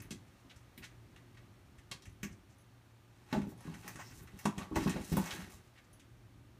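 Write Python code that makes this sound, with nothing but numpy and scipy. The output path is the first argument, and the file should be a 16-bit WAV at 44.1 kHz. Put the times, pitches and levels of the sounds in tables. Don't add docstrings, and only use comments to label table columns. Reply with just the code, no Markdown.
import sys
import numpy as np
from scipy import signal
from scipy.fft import rfft, irfft
from scipy.io import wavfile
from scipy.ndimage import uniform_filter1d

SR = 44100
rng = np.random.default_rng(int(sys.argv[2]) if len(sys.argv) > 2 else 0)


def boost_factor(decibels):
    exponent = np.asarray(decibels, float) / 20
    return 10 ** exponent


def store_pcm(level_fs):
    pcm = np.round(np.clip(level_fs, -1, 1) * 32767).astype(np.int16)
    wavfile.write(sys.argv[1], SR, np.atleast_2d(pcm).T)


N = 291035


def band(x, hz, width_hz):
    return signal.lfilter(*signal.iirpeak(hz, hz / width_hz, fs=SR), x)


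def body(x, peaks):
    return sum((-1) ** k * boost_factor(db) * band(x, hz, width_hz) for k, (hz, width_hz, db) in enumerate(peaks))


def scaled(x, peak=False):
    return x / (np.abs(x).max() if peak else np.sqrt(np.mean(x ** 2)))


def steep(x, hz, width_hz):
    return scaled(band(band(x, hz, width_hz), hz, width_hz), peak=True)


def highpass(x, hz):
    return signal.sosfilt(signal.butter(2, hz, "high", fs=SR, output="sos"), x)


def add(out, x, start_s):
    i = max(int(start_s * SR), 0)
    out[i:i + len(x)] += x[:N - i]


def walk(rate_hz):
    hold = int(SR / rate_hz)
    steps = np.repeat(rng.standard_normal(N // hold + 1), hold)
    return scaled(uniform_filter1d(uniform_filter1d(steps, hold), hold)[:N])


def ring(t, hz, t60_s):
    return np.sin(2 * np.pi * hz * t) * 1000. ** (-t / t60_s)


def grains(size, rate_hz, scatter_db):
    when, size_draw, side = rng.random((3, size))
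    strength = boost_factor(-scatter_db * np.log(size_draw + 0.003))
    return (when < rate_hz / SR) * strength * np.sign(side - .5)


def crumble(t, length_s, rate_hz):
    force = grains(len(t), rate_hz, 3.12) * np.exp(-t / length_s) * np.minimum(t / 0.0014, 1)
    force[SR // 1000] = 2.
    return force


# hz [Hz], level_db [dB per Hz]
AIR_SPECTRUM = [(12, -54), (20, -51), (37, -9.5), (76, -8.5), (112, -2), (133, -10), (153, -13.5),
                (282, -15.5), (404, -20), (452, -28.5), (491, -26), (767, -27.5), (906, -28.5), (1920, -32),
                (15500, -49)]
# hz [Hz], level_db [dB]
FRIDGE_HUM = [(119, -65.5), (280, -81), (356, -80), (1217, -85.5)]


def air():
    hz, db = np.transpose(AIR_SPECTRUM)
    f = np.maximum(np.arange(N // 2 + 1) * SR / N, 1)
    colour = rfft(rng.standard_normal(N)) * boost_factor(np.interp(np.log(f), np.log(hz), db))
    low, whole = irfft(colour * (f < 450), N), irfft(colour, N)
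    rumble = boost_factor(-1 + 2.62 * walk(3.25)) * low
    hiss = boost_factor(2 + 0.64 * walk(1.2)) * (whole - low)
    drift_s = np.cumsum(1 + .008 * walk(2)) / SR
    hum = sum(boost_factor(level_db + 2.0 + 2.35 * walk(9.9)) * np.sin(2 * np.pi * partial_hz * drift_s)
              for partial_hz, level_db in FRIDGE_HUM)
    return boost_factor(-60.5) * scaled(rumble + hiss) + hum


# hz [Hz], t60_s [s]
ROOM_DECAY = [(200, 0.84), (1000, 0.3), (4000, 0.14), (12000, 0.18)]


def room(x):
    early_s, late_db = 0.028, 0.5
    t = np.arange(SR // 2) / SR
    echo = 0
    for hz, t60_s in ROOM_DECAY:
        noise = scaled(band(rng.standard_normal(len(t)), hz, 1.8 * hz))
        echo = echo + noise * np.sqrt(hz / t60_s) * 1000. ** (-t / t60_s)
    onset = np.clip(t / 0.00058 - .5, 0, 1)
    late = boost_factor(late_db * np.clip((t - early_s) / 0.0046, 0, 1))
    echo = echo * onset * late
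    return signal.fftconvolve(x, echo / np.sqrt(np.sum(echo ** 2)))[:N]


# start_s [s], peak_db [dB]
TAG_CHINKS = [
    (0.018, -57),
    (2.095, -62),
    (2.583, -62.5),
    (2.612, -65),
    (3.576, -59),
    (3.605, -53),
    (5.9293, -55.5),
]
# hz [Hz], level_db [dB], t60_s [s]
TAG_MODES = [(9830, 0, 0.018), (10340, 6.5, 0.029), (11300, -7, 0.019), (8400, -6, .02), (6060, -4, 0.02),
             (6500, 0, 0.026), (14000, -6, 0.022)]


def tags():
    out, t = np.zeros(N), np.arange(SR // 5) / SR
    modes = sum(boost_factor(level_db) * ring(t, hz, t60_s) for hz, level_db, t60_s in TAG_MODES)
    for start_s, peak_db in TAG_CHINKS:
        chink = signal.fftconvolve(crumble(t, 0.019, 820), modes)[:len(t)]
        add(out, boost_factor(peak_db) * scaled(chink, peak=True), start_s)
    return out


def contact(force, db, hz, tick_db, grit_db, grit_hz=8500):
    spread = np.clip(0.65 + 0.054 * (db + 51.5), .2, 1.5)
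    claw = steep(force, hz, 0.9 * hz) + spread * steep(force, 2400, 4500)
    tick = boost_factor(tick_db) * steep(force, 5870, 5400)
    grit = boost_factor(grit_db) * scaled(highpass(force, grit_hz), peak=True)
    return boost_factor(db) * (claw + tick + grit)


def tap(out, start_s, peak_db, ring_hz, tick_db, grit_db, grit_hz, crumble_s):
    length_s = crumble_s * np.exp(-0.0144 * (peak_db + 41.5))
    force = crumble(np.arange(SR // 4) / SR, length_s, 12000)
    add(out, boost_factor(-7.5) * contact(force, peak_db, ring_hz, tick_db, grit_db, grit_hz), start_s - .001)


def scuffs(rows, hz, grit_db):
    out, t = np.zeros(N), np.arange(SR // 4) / SR
    for start_s, peak_db, bright_db, slide_s in rows:
        swell = np.sin(np.pi * np.minimum(t / slide_s, 1) ** 0.76) ** 2
        force = grains(len(t), 14000, 1.46) * swell
        add(out, boost_factor(-4.5) * contact(force, peak_db, hz, bright_db, bright_db + grit_db), start_s - .004)
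    return out


# start_s [s], peak_db [dB], ring_hz [Hz], tick_db [dB]
CLAW_TAPS = [(0.0428, -53.5, 2050, -21), (0.1071, -40, 3450, 5), (0.4972, -50.5, 2880, -21),
             (0.5608, -58, 1950, 7.5), (0.841, -49, 2240, 9.5), (1.1617, -48.5, 2100, -7),
             (1.372, -49.5, 1660, -29), (1.914, -33, 3800, -5), (2.0217, -49.5, 4040, -6),
             (2.055, -48, 2150, 4), (3.417, -45.5, 2360, -7), (3.7409, -44.5, 1940, -1),
             (4.2727, -49.5, 1770, -8), (4.4548, -29, 1420, 0.5), (4.5808, -38, 2200, 4),
             (4.8285, -42, 2060, -19), (4.8954, -37.5, 2150, 8.5), (5.009, -46, 1670, -7),
             (5.2744, -44, 2040, -12), (5.3081, -33.5, 2720, -12), (5.9965, -53, 2880, 0)]


def claw_taps():
    out = np.zeros(N)
    for start_s, peak_db, ring_hz, tick_db in CLAW_TAPS:
        tap(out, start_s, peak_db, ring_hz, tick_db, grit_db=-21, grit_hz=8400, crumble_s=0.016)
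    return out


# start_s [s], peak_db [dB], bright_db [dB], slide_s [s]
PAW_SLIDES = [(0.0004, -52, 7, 0.012), (0.2694, -63, -3, 0.042), (0.3794, -66.5, 1, 0.048),
              (0.5044, -52.5, -14, 0.036), (0.8194, -45.5, -30, 0.066), (0.8994, -69, 3, 0.05),
              (1.3459, -59, -16, 0.019), (1.6594, -73, -2, 0.045), (1.7794, -55.5, -0.5, 0.038),
              (2.3085, -59.5, 3.5, 0.053), (2.489, -68.5, 8, 0.05), (2.5144, -71, 6, 0.051),
              (2.5844, -73, -4, 0.045), (5.7528, -57, -16, 0.037), (5.7709, -54, -21, 0.044),
              (5.8394, -70, 8, 0.03)]


def paw_scuffs():
    return scuffs(PAW_SLIDES, hz=2200, grit_db=-16)


# start_s [s], peak_db [dB], bright_db [dB], slide_s [s]
WRAP_BRUSHES = [
    (3.4734, -59.5, -12, 0.081),
    (4.19, -56.5, -15, 0.045),
    (4.219, -61, -6, 0.043),
    (5.1406, -68, -12, 0.027),
    (5.4994, -63, -8, 0.052),
]


def wrap_scuffs():
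    return scuffs(WRAP_BRUSHES, hz=1560, grit_db=17.5)


# start_s [s], peak_db [dB], ring_hz [Hz], grit_db [dB]
TAPE_SNAPS = [
    (0.0191, -49.5, 1960, 11),
    (0.7771, -45, 2520, 10.5),
    (3.3273, -30, 1410, -0.5),
    (4.8754, -35.5, 1480, 4),
    (5.1679, -35.5, 1472, 16),
]


def tape_snaps():
    out = np.zeros(N)
    for start_s, peak_db, ring_hz, grit_db in TAPE_SNAPS:
        tap(out, start_s, peak_db, ring_hz, -39, grit_db, grit_hz=7900, crumble_s=0.015)
    return out


# start_s [s], peak_db [dB], ring_hz [Hz], grit_db [dB]
CARD_SKIDS = [
    (2.2308, -35, 2120, 7.5),
    (3.6052, -53.5, 1470, -2),
    (3.8781, -36.5, 1870, 12.5),
    (3.9575, -43, 1620, -9),
    (4.3896, -45.5, 2170, 12),
    (4.7579, -31, 1630, 4.5),
    (5.1231, -45, 2380, 15.5),
]


def card_skids():
    out = np.zeros(N)
    for start_s, peak_db, ring_hz, grit_db in CARD_SKIDS:
        tap(out, start_s, peak_db, ring_hz, 1.5, grit_db, grit_hz=3800, crumble_s=.018)
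    return out


# start_s [s], peak_db [dB], bright_db [dB], slide_s [s]
BASE_SLIDES = [(3.2935, -45, -9, 0.15), (3.6297, -53, -12, 0.063), (3.67, -54, -7, 0.014),
               (3.8206, -52, -10, 0.058), (3.9803, -45.5, 2, 0.08), (4.0594, -57.5, 7, 0.1),
               (4.1087, -53.5, -2, 0.039), (4.6206, -46, -8, 0.014), (4.7886, -44, -6, 0.072),
               (4.9097, -44, -13, 0.056), (4.951, -45.5, -18, 0.054), (5.2106, -53, -8, 0.07),
               (5.2494, -42.5, 7, 0.049), (5.31, -44.5, -14, 0.05), (5.3574, -53.5, -12, 0.055),
               (5.411, -50, -8, 0.036)]


def box_scuffs():
    return scuffs(BASE_SLIDES, hz=1680, grit_db=-3)


# start_s [s], peak_db [dB], loudest_hz [Hz], rattle_s [s]
EDGE_BLOWS = [(0.111, -60.5, 686, 0.018), (1.915, -48.5, 1120, 0.01), (2.232, -58, 1170, 0.0073),
              (3.326, -31.5, 816, 0.022), (3.349, -36.5, 604, 0.012), (3.389, -46, 890, 0.026),
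              (3.439, -45.5, 840, 0.0083), (3.519, -54, 610, 0.0072), (3.605, -52, 993, 0.022),
              (3.677, -47, 1070, 0.005), (3.882, -68, 960, 0.015), (3.989, -43, 1050, 0.021),
              (4.454, -23, 992, 0.0058), (4.575, -44.5, 1136, 0.046), (4.713, -45.5, 1080, 0.021),
              (4.76, -25, 877, 0.0097), (4.865, -33, 1050, 0.012), (4.958, -36.5, 486, 0.024),
              (5.124, -45, 690, 0.015), (5.169, -25.5, 930, 0.0077), (5.53, -55, 1050, 0.0097)]
# hz [Hz], width_hz [Hz], level_db [dB]
EDGE_MODES = [(604, 330, 4), (877, 430, 3.5), (1050, 52, -9), (1470, 200, -10.5)]


def knocks():
    out, t = np.zeros(N), np.arange(SR // 4) / SR
    for start_s, peak_db, hz, rattle_s in EDGE_BLOWS:
        force = band(crumble(t, rattle_s, 4000), 510, 1140)
        edge = scaled(body(force, EDGE_MODES), peak=True)
        add(out, boost_factor(peak_db - 6) * (steep(force, hz, 187) + 1.01 * edge), start_s)
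    return out


# start_s [s], peak_db [dB], panel_hz [Hz], boom_db [dB]
PAW_LANDINGS = [(0.049, -49, 283, -13), (0.111, -33, 213, -17.5), (0.451, -50, 265, -8),
                (0.558, -57.5, 145, 6), (0.779, -43, 229, -18), (0.806, -55, 268, 2), (1.779, -65, 143, 10),
                (1.911, -43.5, 145, -19), (2.074, -48.5, 149, 1), (2.233, -30, 202.6, -17.5),
                (2.306, -44.5, 161, -7)]
# start_s [s], peak_db [dB], panel_hz [Hz], boom_db [dB]
BOX_DROPS = [(3.329, -22, 239.7, -41), (3.364, -19, 210.3, -22), (3.417, -28, 200, -17),
             (3.471, -31, 208.5, -23.5), (3.522, -41, 200, -17), (3.735, -40, 202, -20),
             (3.655, -36, 226, -24), (3.678, -31.5, 163, -28), (3.957, -42.5, 150, -15),
             (4.21, -44, 155, -4.5), (4.336, -42.5, 194, -7), (4.456, -19, 206.6, -33),
             (4.578, -28, 185.5, -15), (4.715, -29.5, 309, -14), (4.762, -20.5, 324.6, -11),
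             (4.811, -27.5, 296, -7.5), (4.862, -17, 192, -20), (4.958, -26.5, 179.5, -16),
             (4.998, -31.5, 211, -13), (5.12, -19.5, 164.3, -13), (5.171, -19.5, 193.2, -17),
             (5.231, -38.5, 166, -16), (5.326, -54, 217, 5), (5.423, -43, 209, -5), (5.539, -50, 181, -0.5)]
# hz [Hz], level_db [dB]
PANEL_MODES = [(165, 5.5), (200, 5.5), (250, 2.5), (278, 1), (312, 2), (382, 3), (470, -8)]
# hz [Hz], level_db [dB], t60_s [s]
FLOOR_MODES = [(56, -4.5, 0.18), (72, 9, 0.096), (89, -2.5, 0.23)]


def thumps():
    free_ring_s, t60_s = 0.0457, 0.41
    out, t = np.zeros(N), np.arange(SR // 2) / SR
    slab = sum(boost_factor(level_db) * ring(t, hz, slab_t60_s) for hz, level_db, slab_t60_s in FLOOR_MODES)
    boom = scaled(slab * (1 - np.exp(-t / 0.023)), peak=True)
    choke = 0.24 + 0.65 * np.exp(-np.maximum(t - free_ring_s, 0) / 0.0039)
    for start_s, peak_db, panel_hz, boom_db in PAW_LANDINGS + BOX_DROPS:
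        near = 0
        for hz, level_db in PANEL_MODES:
            detune = 1 + 0.024 * rng.standard_normal()
            gain = boost_factor(level_db - 4.5 * abs(np.log2(hz / panel_hz)))
            near = near + gain * ring(t, hz * detune, 0.76 * t60_s)
        panel = (1 - np.exp(-t / 0.0017)) * (ring(t, panel_hz, t60_s) + .5 * near)
        thump = scaled(panel, peak=True) * choke + boost_factor(boom_db + 5.5) * boom
        add(out, boost_factor(peak_db - 4) * thump, start_s - .002)
    return out


def patchy(peaks, rate_hz, jerk_db):
    slips = grains(N, rate_hz, 2.5)
    return scaled(sum(boost_factor(db + jerk_db * walk(24.927)) * band(slips, hz, width_hz) for hz, width_hz, db in peaks))


# full_s [s], rasp_db [dB], build_s [s], slacken_s [s], wrap_db [dB against the rasp]
BOX_PULLS = [(3.32, -67.5, 0.28, .03, -14), (3.35, -55, 0.011, 0.11, -23), (3.5, -73, 0.23, 0.11, 7),
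             (3.7, -63, 0.4, 0.9, -3.5), (3.88, -58.5, 0.18, 0.51, -6), (4.06, -63.5, 0.73, 0.38, 0.5),
             (4.45, -57, 0.16, 0.13, -5), (4.63, -54, 0.13, 0.074, -13), (4.764, -44.5, 0.025, .2, -16),
             (4.9, -48, 0.17, 0.17, -4), (5.122, -50.5, 0.008, 0.17, -8), (5.175, -52, .03, 0.31, 0),
             (5.32, -49, 0.38, 0.23, -2), (5.5, -64, 0.17, 0.07, -0.5)]
# hz [Hz], width_hz [Hz], level_db [dB]
RASP_MODES = [(900, 340, 6.5), (1700, 1200, -3), (2480, 3900, -9.5)]
# hz [Hz], width_hz [Hz], level_db [dB]
WRAP_MODES = [(5370, 1000, 3), (7200, 5000, 8.5), (9400, 3800, -10), (12900, 4300, -8)]


def drag():
    rumble_db, rumble_lag_s = -4, 0.023
    t, rasp, wrap = np.arange(N) / SR, np.zeros(N), np.zeros(N)
    for full_s, rasp_db, build_s, slacken_s, wrap_db in BOX_PULLS:
        pull = boost_factor(rasp_db - 20 * np.where(t < full_s, (full_s - t) / build_s, (t - full_s) / slacken_s))
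        rasp = np.maximum(rasp, pull)
        wrap = np.maximum(wrap, boost_factor(wrap_db) * pull)
    keep = np.exp(-1 / (rumble_lag_s * SR))
    shake = boost_factor(rumble_db) * signal.lfilter([1 - keep], [1, -keep], rasp)
    rumble = scaled(body(grains(N, 400, 5.2), [(hz, 40, db) for hz, db in PANEL_MODES]))
    scrape = boost_factor(-3.0) * rasp * patchy(RASP_MODES, 3000, 3.35)
    crackle = boost_factor(-3.5) * wrap * patchy(WRAP_MODES, 1500, 6.1)
    return scrape + shake * rumble + crackle


def scene():
    taps = claw_taps() + card_skids() + tape_snaps()
    slides = paw_scuffs() + box_scuffs() + wrap_scuffs()
    sharp = taps + slides + knocks() + tags() + drag()
    low = thumps()
    wet = room(sharp + .25 * low)
    return (1.42 * sharp + low + boost_factor(-2.5) * wet + air())[None]


def band_limit(x):
    return signal.sosfilt(signal.butter(12, 15780, fs=SR, output="sos"), x)


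# hz [Hz], width_hz [Hz], depth [0-1]
PORT_DIPS = [(4930, 210, 0.7), (7620, 170, 1), (10300, 200, 0.34)]


def record(dry):
    bottom_hz, top_hz = 32.3, 15350
    for hz, width_hz, depth in PORT_DIPS:
        dry = dry - depth * band(dry, hz, width_hz)
    dry = highpass(dry, bottom_hz)
    dry = signal.sosfilt(signal.ellip(10, .2, 70, top_hz, fs=SR, output="sos"), dry)
    return band_limit(dry)


dry = scene()
out = record(dry)
store_pcm(out)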